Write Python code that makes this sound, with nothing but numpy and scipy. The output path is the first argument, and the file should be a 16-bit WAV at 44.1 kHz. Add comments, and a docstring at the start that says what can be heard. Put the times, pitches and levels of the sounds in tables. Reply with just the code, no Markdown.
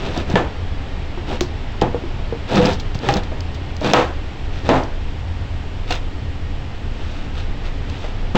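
"""A frame of plastic pipe, carrying a small camera, is gripped and moved on a matted workbench.
From the start it knocks and its joints tick; each knock shakes the bench and rings in the small workshop.
At 2.5 s a heavy drag makes it groan. The hardest knocks, at 3.9 and 4.7 s, are held down by a limiter.
Then come a light knock and soft rubs of hands on pipe, until the frame is set down at 8.3 s.
Ventilation hums throughout."""
import sys
import numpy as np
from scipy import signal
from scipy.fft import rfft, irfft, next_fast_len
from scipy.io import wavfile

SR = 44100
rng = np.random.default_rng(int(sys.argv[2]) if len(sys.argv) > 2 else 0)


def unload_audio(sound):
    """Save the sound as a 16-bit wav file, at the path given as the first command line argument."""
    columns = np.transpose(np.atleast_2d(sound))
    # keep every value between -1 and 1, then stretch to whole-number steps
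    steps = np.round(np.clip(columns, -1, 1) * 32767)
    wavfile.write(sys.argv[1], SR, steps.astype(np.int16))


N = 369116
TIME = np.arange(N) / SR


# The frame meets bench or hand: (time [s], force [dB], contact time [ms],
# shaking of frame and bench [dB], note of the struck part [Hz], level of that note [dB])
KNOCK_EVENTS = [(0.165, -22, 0.065, -6, 708, 1), (0.177, -18.5, 0.23, -2, 338, 0),
                (0.299, -29, .15, -6, 686, 4), (0.34, -12.5, 1.4, -9, 185, 3),
                (0.3558, -3, 0.15, 2.5, 1744, -15), (1.176, -20, 0.16, -8.5, 352, -3.5),
                (1.412, -12, 0.35, -5, 358, -1.5), (1.8178, -4, 0.35, 2, 853, -15),
                (1.9456, -16.5, 0.33, -2, 478, 2.5), (2.038, -23.5, 0.77, -4, 342, 3.5),
                (2.325, -19, 0.46, -1, 460, 3), (2.57, -10, 0.09, -7, 1260, -13),
                (2.953, -21, 0.23, -15.5, 152, 4), (3.034, -21, 0.17, -3, 453, -0.5),
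                (3.088, -4.5, .075, -9, 800, -8), (3.159, -13.5, 0.18, 0, 196, 2),
                (3.319, -24.5, 0.25, 2, 640, -0.5), (3.815, -19, 0.25, -2, 620, 1.5),
                (3.846, -15, 0.1, 4.5, 491, -10), (3.9355, 5, .09, 1.5, 1281, -15),
                (4.6904, 2.5, 0.15, 5, 262, -8), (5.906, -18.5, 0.024, 1, 725, -1),
                (5.909, -21, .025, -5, 2780, -0.5), (8.043, -22.5, 0.058, -4, 610, -6),
                (8.349, -8, .17, -7, 206, -1.5), (8.3549, -3, 0.093, -0.5, 501, -8)]

def knocks(push_hz=800, push_width_hz=1300, clack_s=0.011, firm_ms=0.21, bass_db_per_doubling=4):
    """Each blow pushes the air and clacks the pipe wall; then struck part, frame and bench ring on."""
    out, t = np.zeros(N), TIME[:SR // 3]
    push = np.exp(-np.pi * push_width_hz * t) * np.sin(2 * np.pi * push_hz * t)
    push = from_db(2) * push / push.max()
    for s, db, contact_ms, shake_db, note_hz, note_db in with_bounces(KNOCK_EVENTS):
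        clack = coloured(rng.standard_normal(len(t)), BENCH_COLOUR) * np.exp(-t / clack_s)
        ringing = from_db(-18) * frame_ring(t) + from_db(-8) * bench_ring(t)
        blow = from_db(-7) * clack + from_db(shake_db) * ringing - push
        softness = np.exp(-1000 / (contact_ms * SR))
        blow = signal.lfilter([1 - softness], [1, -softness], blow)  # a longer contact is duller
        bass_db = bass_db_per_doubling * np.log2(contact_ms / firm_ms)  # and has more bass
        blow += (from_db(bass_db) - 1) * butter(blow, 330, "low", order=1)
        note = from_db(note_db) * struck_note(t, note_hz, db)
        add(out, s, from_db(db) * (blow - note))
    return out


def with_bounces(events, hard_db=-3, first_gap_s=.024, gap_shrink=.9, loss_db=8.5):
    """Every knock, plus three bounces after a hard one, each sooner and weaker than the last."""
    for s, db, *touch in events:
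        yield (s, db, *touch)
        if db > hard_db:
            for bounce in range(3):
                s += first_gap_s * gap_shrink ** bounce
                db -= loss_db
                yield (s, db, *touch)


def struck_note(t, hz, force_db):
    """The struck part rings with two close tones. The hand damps light taps; hard blows ring longer."""
    ring_s = 0.24 * 2 ** (force_db / 17.5)
    pair = np.sin(2 * np.pi * hz * t) + from_db(-10) * np.sin(2 * np.pi * .78 * hz * t)
    return pair * from_db(-60 * t / ring_s)


# The frame's natural tones: (pitch [Hz], level [dB], time to fade by 60 dB [s])
FRAME_TONES = [(123.4, -1, 0.32), (171.4, -6, 0.35), (201, -6.5, 0.27), (256, -19, 0.16), (320.5, -2, 0.31),
               (367.7, 0.5, 0.31), (433, 0.5, 0.072), (494, 6, 0.24), (670, -1, 0.14), (728, -2, 0.15),
               (808, 3.5, 0.077), (904, -1.5, 0.1), (1240, -17, 0.13), (1270, -19.5, 0.12),
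               (1717, -10.5, 0.18), (1900, -17.5, 0.06), (2196, -20, 0.35), (2440, -18, 0.38),
               (3780, -18, 0.15)]

def frame_ring(t, spread_db=2.0):
    """The frame rings. Each tone's strength depends on where it is touched, here left to chance."""
    hz, db, ring_s = np.transpose(FRAME_TONES)[:, :, None]
    strength = from_db(db + spread_db * rng.standard_normal(db.shape)) * rng.choice([-1, 1], db.shape)
    return np.sum(strength * from_db(-60 * t / ring_s) * np.sin(2 * np.pi * hz * t), axis=0)


# Bass-to-treble balance of the bench, also used for the clack: (frequency [Hz], level [dB])
BENCH_COLOUR = [(60, -25), (120, -5.5), (180, -6), (260, 2.5), (500, 1.5), (950, 2.5), (1150, -3),
                (1900, -6), (2600, -5), (3500, -6), (5500, -17), (9000, -20.5)]
# How long bench and workshop ring: (frequency [Hz], time to fade by 60 dB [s])
BENCH_RING_TIMES = [(100, 0.36), (500, 0.34), (1500, 0.34), (4000, 0.21), (9000, 0.35)]

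def bench_ring(t):
    """Bench, tools and room ring with so many tones that they blur into fading noise."""
    band_edges_hz = np.geomspace(60, 12000, 7)
    noise = coloured(rng.standard_normal(len(t)), BENCH_COLOUR)
    out = np.zeros(len(t))
    for low, high in zip(band_edges_hz, band_edges_hz[1:]):
        ring_s = at_hz(BENCH_RING_TIMES, np.sqrt(low * high))
        out += butter(noise, [low, high], "band") * from_db(-60 * t / ring_s)
        noise = np.roll(noise, len(t) // 3)  # so neighbouring bands are unalike
    return out


# Joints and fingernails catch, and some knocks add a short, lower crack: (time [s], peak level [dB], pitch
# [Hz], fade time [ms])
TICK_EVENTS = [(0.0642, -26, 3600, 3.8), (0.1747, -18, 4000, 2.3), (0.299, -25, 5300, 5),
               (0.3555, -13, 2400, 2.2), (1.4083, -6, 4100, 0.5), (1.8136, -14.5, 3660, 3.4),
               (1.823, -16.5, 3300, 1.4), (2.556, -16, 4460, 6), (2.57, -18, 1690, 5.6),
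               (2.655, -13, 4400, 5), (2.7326, -22, 4350, 16), (2.798, -19.5, 3500, 9.7),
               (2.9463, -25, 3160, 13), (2.99, -22.5, 3940, 0.77), (3.0878, -4, 1600, 1.2),
               (3.1089, -18.5, 3800, 3.2), (3.139, -10.5, 4100, 2.1), (3.167, -18.5, 3670, 5.5),
               (3.234, -27, 2690, 7.3), (3.406, -20.5, 4170, 1.5), (3.545, -30, 3800, 8),
               (3.766, -25, 4470, 1.2), (3.8085, -26, 4370, 6.6), (3.845, -16.5, 3950, 1.3),
               (3.9348, 1.5, 3700, 1.6), (4.691, -4.5, 3200, 0.35), (4.835, -25, 4860, 3.3),
               (5.907, -14, 2770, 3.6), (5.9233, -13, 2900, 3), (5.953, -24.5, 4370, 1.1),
               (7.8977, -25, 3400, 4)]

def ticks(width_hz=2100, room_db=-31, room_s=.025):
    """Each tick is a tiny, hard crunch of noise with a faint tail from the room."""
    out, t = np.zeros(N), TIME[:SR // 5]
    for s, db, hz, fade_ms in TICK_EVENTS:
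        fade = np.exp(-1000 * t / fade_ms) + from_db(room_db) * np.exp(-t / room_s)
        crunch = resonate(fade * rng.standard_normal(len(t)), hz, width_hz)
        tick = butter(crunch, 6700, "low", order=3)
        add(out, s, from_db(db) * tick / np.abs(tick).max())
    return out


# Pipe dragged on the mat or rubbed by hand: (start [s], length [s], judder [dB], hiss [dB])
DRAG_STROKES = [(-0.06, .23, -27.5, -35), (0.134, 0.11, -25, -33.5), (0.267, 0.096, -25, -36),
                (1.264, 0.12, -24, -32.5), (2.468, .3, -15, -24), (3.006, 0.21, -21, -30),
                (3.81, 0.14, -18, -26), (4.51, .13, -42, -41), (4.632, .09, -26.5, -34.5),
                (5.87, 0.12, -39, -30), (6.903, 0.42, -48, -42), (7.333, 0.12, -41, -38),
                (7.631, 0.067, -38, -38.5), (7.836, 0.32, -44, -40.5)]
# Bass-to-treble balance of the low judder and of the hiss: (frequency [Hz], level [dB])
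JUDDER_COLOUR = [(70, -29), (150, 6.5), (350, 6.5), (550, 1), (900, 0), (1150, -11), (1700, -6.5),
                 (3000, -42), (6000, -33)]
HISS_COLOUR = [(500, -21), (1200, -2), (2000, -2.5), (3600, 0), (5000, -9.5), (7000, -21), (9000, -14)]
# The hollow pipe boosts parts of the hiss: (pitch [Hz], width [Hz], level over the hiss [dB])
PIPE_RESONANCES = [(710, 110, 8.5), (1290, 150, 4.5), (2540, 370, -2), (3630, 340, -9)]

def dragging(grit_db=-15, grit_hz=5100, grit_width_hz=2600):
    """Coarse slips shake the frame, fine ones hiss through the pipe, and stray grit crackles on top."""
    judder_gain, hiss_gain = np.zeros((2, N))
    for start_s, length_s, judder_db, hiss_db in DRAG_STROKES:
        progress = np.clip((TIME - start_s) / length_s, 0, 1)
        hand_speed = np.maximum(np.sin(np.pi * progress), 0)  # speeds up, then slows down
        judder_gain += from_db(judder_db) * hand_speed ** 1.06
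        hiss_gain += from_db(hiss_db) * hand_speed ** 0.82
    coarse = slips(per_s=1200, spread_db=-0.5)
    ringing = rms_one(signal.fftconvolve(coarse, frame_ring(TIME[:SR // 4], spread_db=1.5))[:N])
    judder = rms_one(coloured(coarse, JUDDER_COLOUR) + ringing)
    fine = slips(per_s=600, spread_db=2.5)
    hiss = coloured(fine + from_db(-3) * rng.standard_normal(N), HISS_COLOUR)
    hollow = sum(from_db(db) * resonate(hiss, hz, width) for hz, width, db in PIPE_RESONANCES)
    grit = rms_one(resonate_twice(slips(per_s=320, spread_db=1.5), grit_hz, grit_width_hz))
    return judder_gain * judder + hiss_gain * (rms_one(hiss + hollow) + from_db(grit_db) * grit)


def slips(per_s, spread_db):
    """Surfaces stick and let go: clicks of uneven size at random moments."""
    sizes = from_db(spread_db * np.minimum(rng.exponential(1, N), 4)) * rng.choice([-1, 1], N)
    return rms_one(sizes * (rng.random(N) < per_s / SR))


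# The tones in the frame's groan: (pitch [Hz], relative level [dB])
GROAN_TONES = [(170, -3), (199, 5), (318, -4), (364, -6.5), (488, 0.5)]

def groan(start_s=2.54, rise_s=0.041, hold_s=0.035, fall_db_per_s=170, level_db=-11.5):
    """In the heaviest drag the slips lock on to a few of the frame's tones, which sing unsteadily."""
    t = TIME - start_s
    rise = np.clip(t / rise_s, 0, 1)
    fall_db = fall_db_per_s * np.maximum(t - rise_s - hold_s, 0)
    voice = np.zeros(N)
    for hz, db in GROAN_TONES:
        pitch_hz = hz * (1 + 0.022 * waver(rate_hz=28))
        flutter_db = 5.5 * waver(rate_hz=20)
        voice += from_db(db + flutter_db) * np.sin(2 * np.pi * np.cumsum(pitch_hz) / SR)
    return rise * from_db(level_db - fall_db) * rms_one(voice)


# Bass-to-treble balance of the ventilation's rumble and airy hiss: (frequency [Hz], level [dB])
RUMBLE_COLOUR = [(8, -4), (18, -5), (27, 6), (33, -11), (42, -10.5), (62, -7), (85, -6), (105, -16.5),
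                 (130, -12.5), (150, -24.5), (220, -56)]
AIR_COLOUR = [(82, -39), (140, -7.5), (188, -4), (276, -7.5), (346, -9), (412, -9), (554, -13), (813, -13),
              (887, -14), (1040, -17.5), (1350, -19), (3110, -21), (5530, -34), (7690, -55.5),
              (9000, -58.5), (11700, -85), (19800, -120)]
# Slow swell and sinking of the airy hiss as moving arms and sleeves rustle, scaled down by drift_share: (time
# [s], relative level [dB])
AIR_DRIFT = [(0.0, -36), (0.7, -39), (2.33, -39), (2.58, -38.5), (6.34, -42), (8.37, -39.5)]
# The fan's hums: (pitch [Hz], width [Hz], level [dB])
FAN_HUMS = [(84.2, 11.2, -32.5), (281, 15, -45.5), (713, 7.5, -61.5), (1857, 6, -56.5), (5500, 77, -73)]

def ventilation(rumble_db=-23.5, air_db=-34, drift_share=0.67):
    """Moving air rumbles and hisses, and the fan adds a few wavering hums."""
    s, db = np.transpose(AIR_DRIFT)
    drift_db = drift_share * np.interp(TIME, s, db - np.median(db))
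    out = from_db(rumble_db) * coloured(rng.standard_normal(N), RUMBLE_COLOUR)
    out += from_db(air_db + drift_db) * coloured(rng.standard_normal(N), AIR_COLOUR)
    for hz, width, hum_db in FAN_HUMS:
        hum = resonate_twice(rng.standard_normal(N + SR), hz, 2 * width)[SR:]  # skip the build-up
        out += from_db(hum_db) * rms_one(hum)
    return out


def from_db(db):
    """Turn decibels into a number to multiply by."""
    return 10 ** (np.asarray(db) / 20)


def rms_one(x):
    """Scale a sound so its average strength (rms) is 1."""
    return x / np.sqrt(np.mean(x ** 2) + 1e-20)


def at_hz(points, hz):
    """Read between a table's rows, with octaves evenly spaced."""
    known_hz, values = np.transpose(points)
    return np.interp(np.log(hz + 1e-3), np.log(known_hz), values)


def butter(x, hz, kind, order=2):
    """Keep the lows, the highs or a band; a higher order cuts more sharply."""
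    sections = signal.butter(order, np.clip(hz, 10, .45 * SR), kind, fs=SR, output="sos")
    return signal.sosfilt(sections, x + 1e-18)


def coloured(x, colour):
    """Give a noise a bass-to-treble balance, at an average strength of 1."""
    size = next_fast_len(len(x))
    gains = from_db(at_hz(colour, np.fft.rfftfreq(size, 1 / SR)))
    return rms_one(irfft(rfft(x, size) * gains, size)[:len(x)])


def resonate(x, hz, width_hz):
    """Let through what lies near one pitch and weaken the rest."""
    r = np.exp(-np.pi * width_hz / SR)
    feedback = [1, -2 * r * np.cos(2 * np.pi * hz / SR), r * r]
    return signal.lfilter(np.array([1, 0, -1]) * (1 - r * r) / 2, feedback, x)


def resonate_twice(x, hz, width_hz):
    """Pick out one pitch more sharply."""
    return resonate(resonate(x, hz, width_hz), hz, width_hz)


def waver(rate_hz):
    """A slow random wobble with a typical size of 1."""
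    return rms_one(butter(rng.standard_normal(N), rate_hz, "low"))


def add(out, s, sound):
    """Mix a sound in at s seconds."""
    start = max(round(s * SR), 0)
    out[start:start + len(sound)] += sound[:max(N - start, 0)]


def scene():
    """Everything reaches one close microphone."""
    return (knocks() + ticks() + dragging() + groan() + ventilation())[None]


def limiter(x, ceiling_db=-10.5, attack_s=.006, release_db_per_s=170):
    """Turn loud moments down within milliseconds, then quickly let the volume back up."""
    lag = np.exp(-1 / (attack_s * SR))
    level_db = 10 * np.log10(signal.lfilter([1 - lag], [1, -lag], x ** 2) + 1e-12)
    over_db = np.maximum(level_db - ceiling_db, 0)
    release_db = release_db_per_s * TIME
    cut_db = np.maximum.accumulate(over_db + release_db, axis=-1) - release_db
    return x * from_db(-cut_db)


def record(dry, band_hz=7800, mirror_db=-15, cutoff_hz=16000):
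    """The recorder limits and clips peaks; its half-rate converter faintly mirrors the treble upwards."""
    clipped = np.clip(limiter(dry), -.88, .88)
    x = butter(clipped, band_hz, "low", order=13)
    treble = butter(x, 6000, "high", order=6)
    mirrored = treble * (-1) ** np.arange(N)  # moves each frequency f to SR / 2 - f
    return butter(x + from_db(mirror_db) * mirrored, cutoff_hz, "low", order=20)


dry = scene()
out = record(dry)
unload_audio(out)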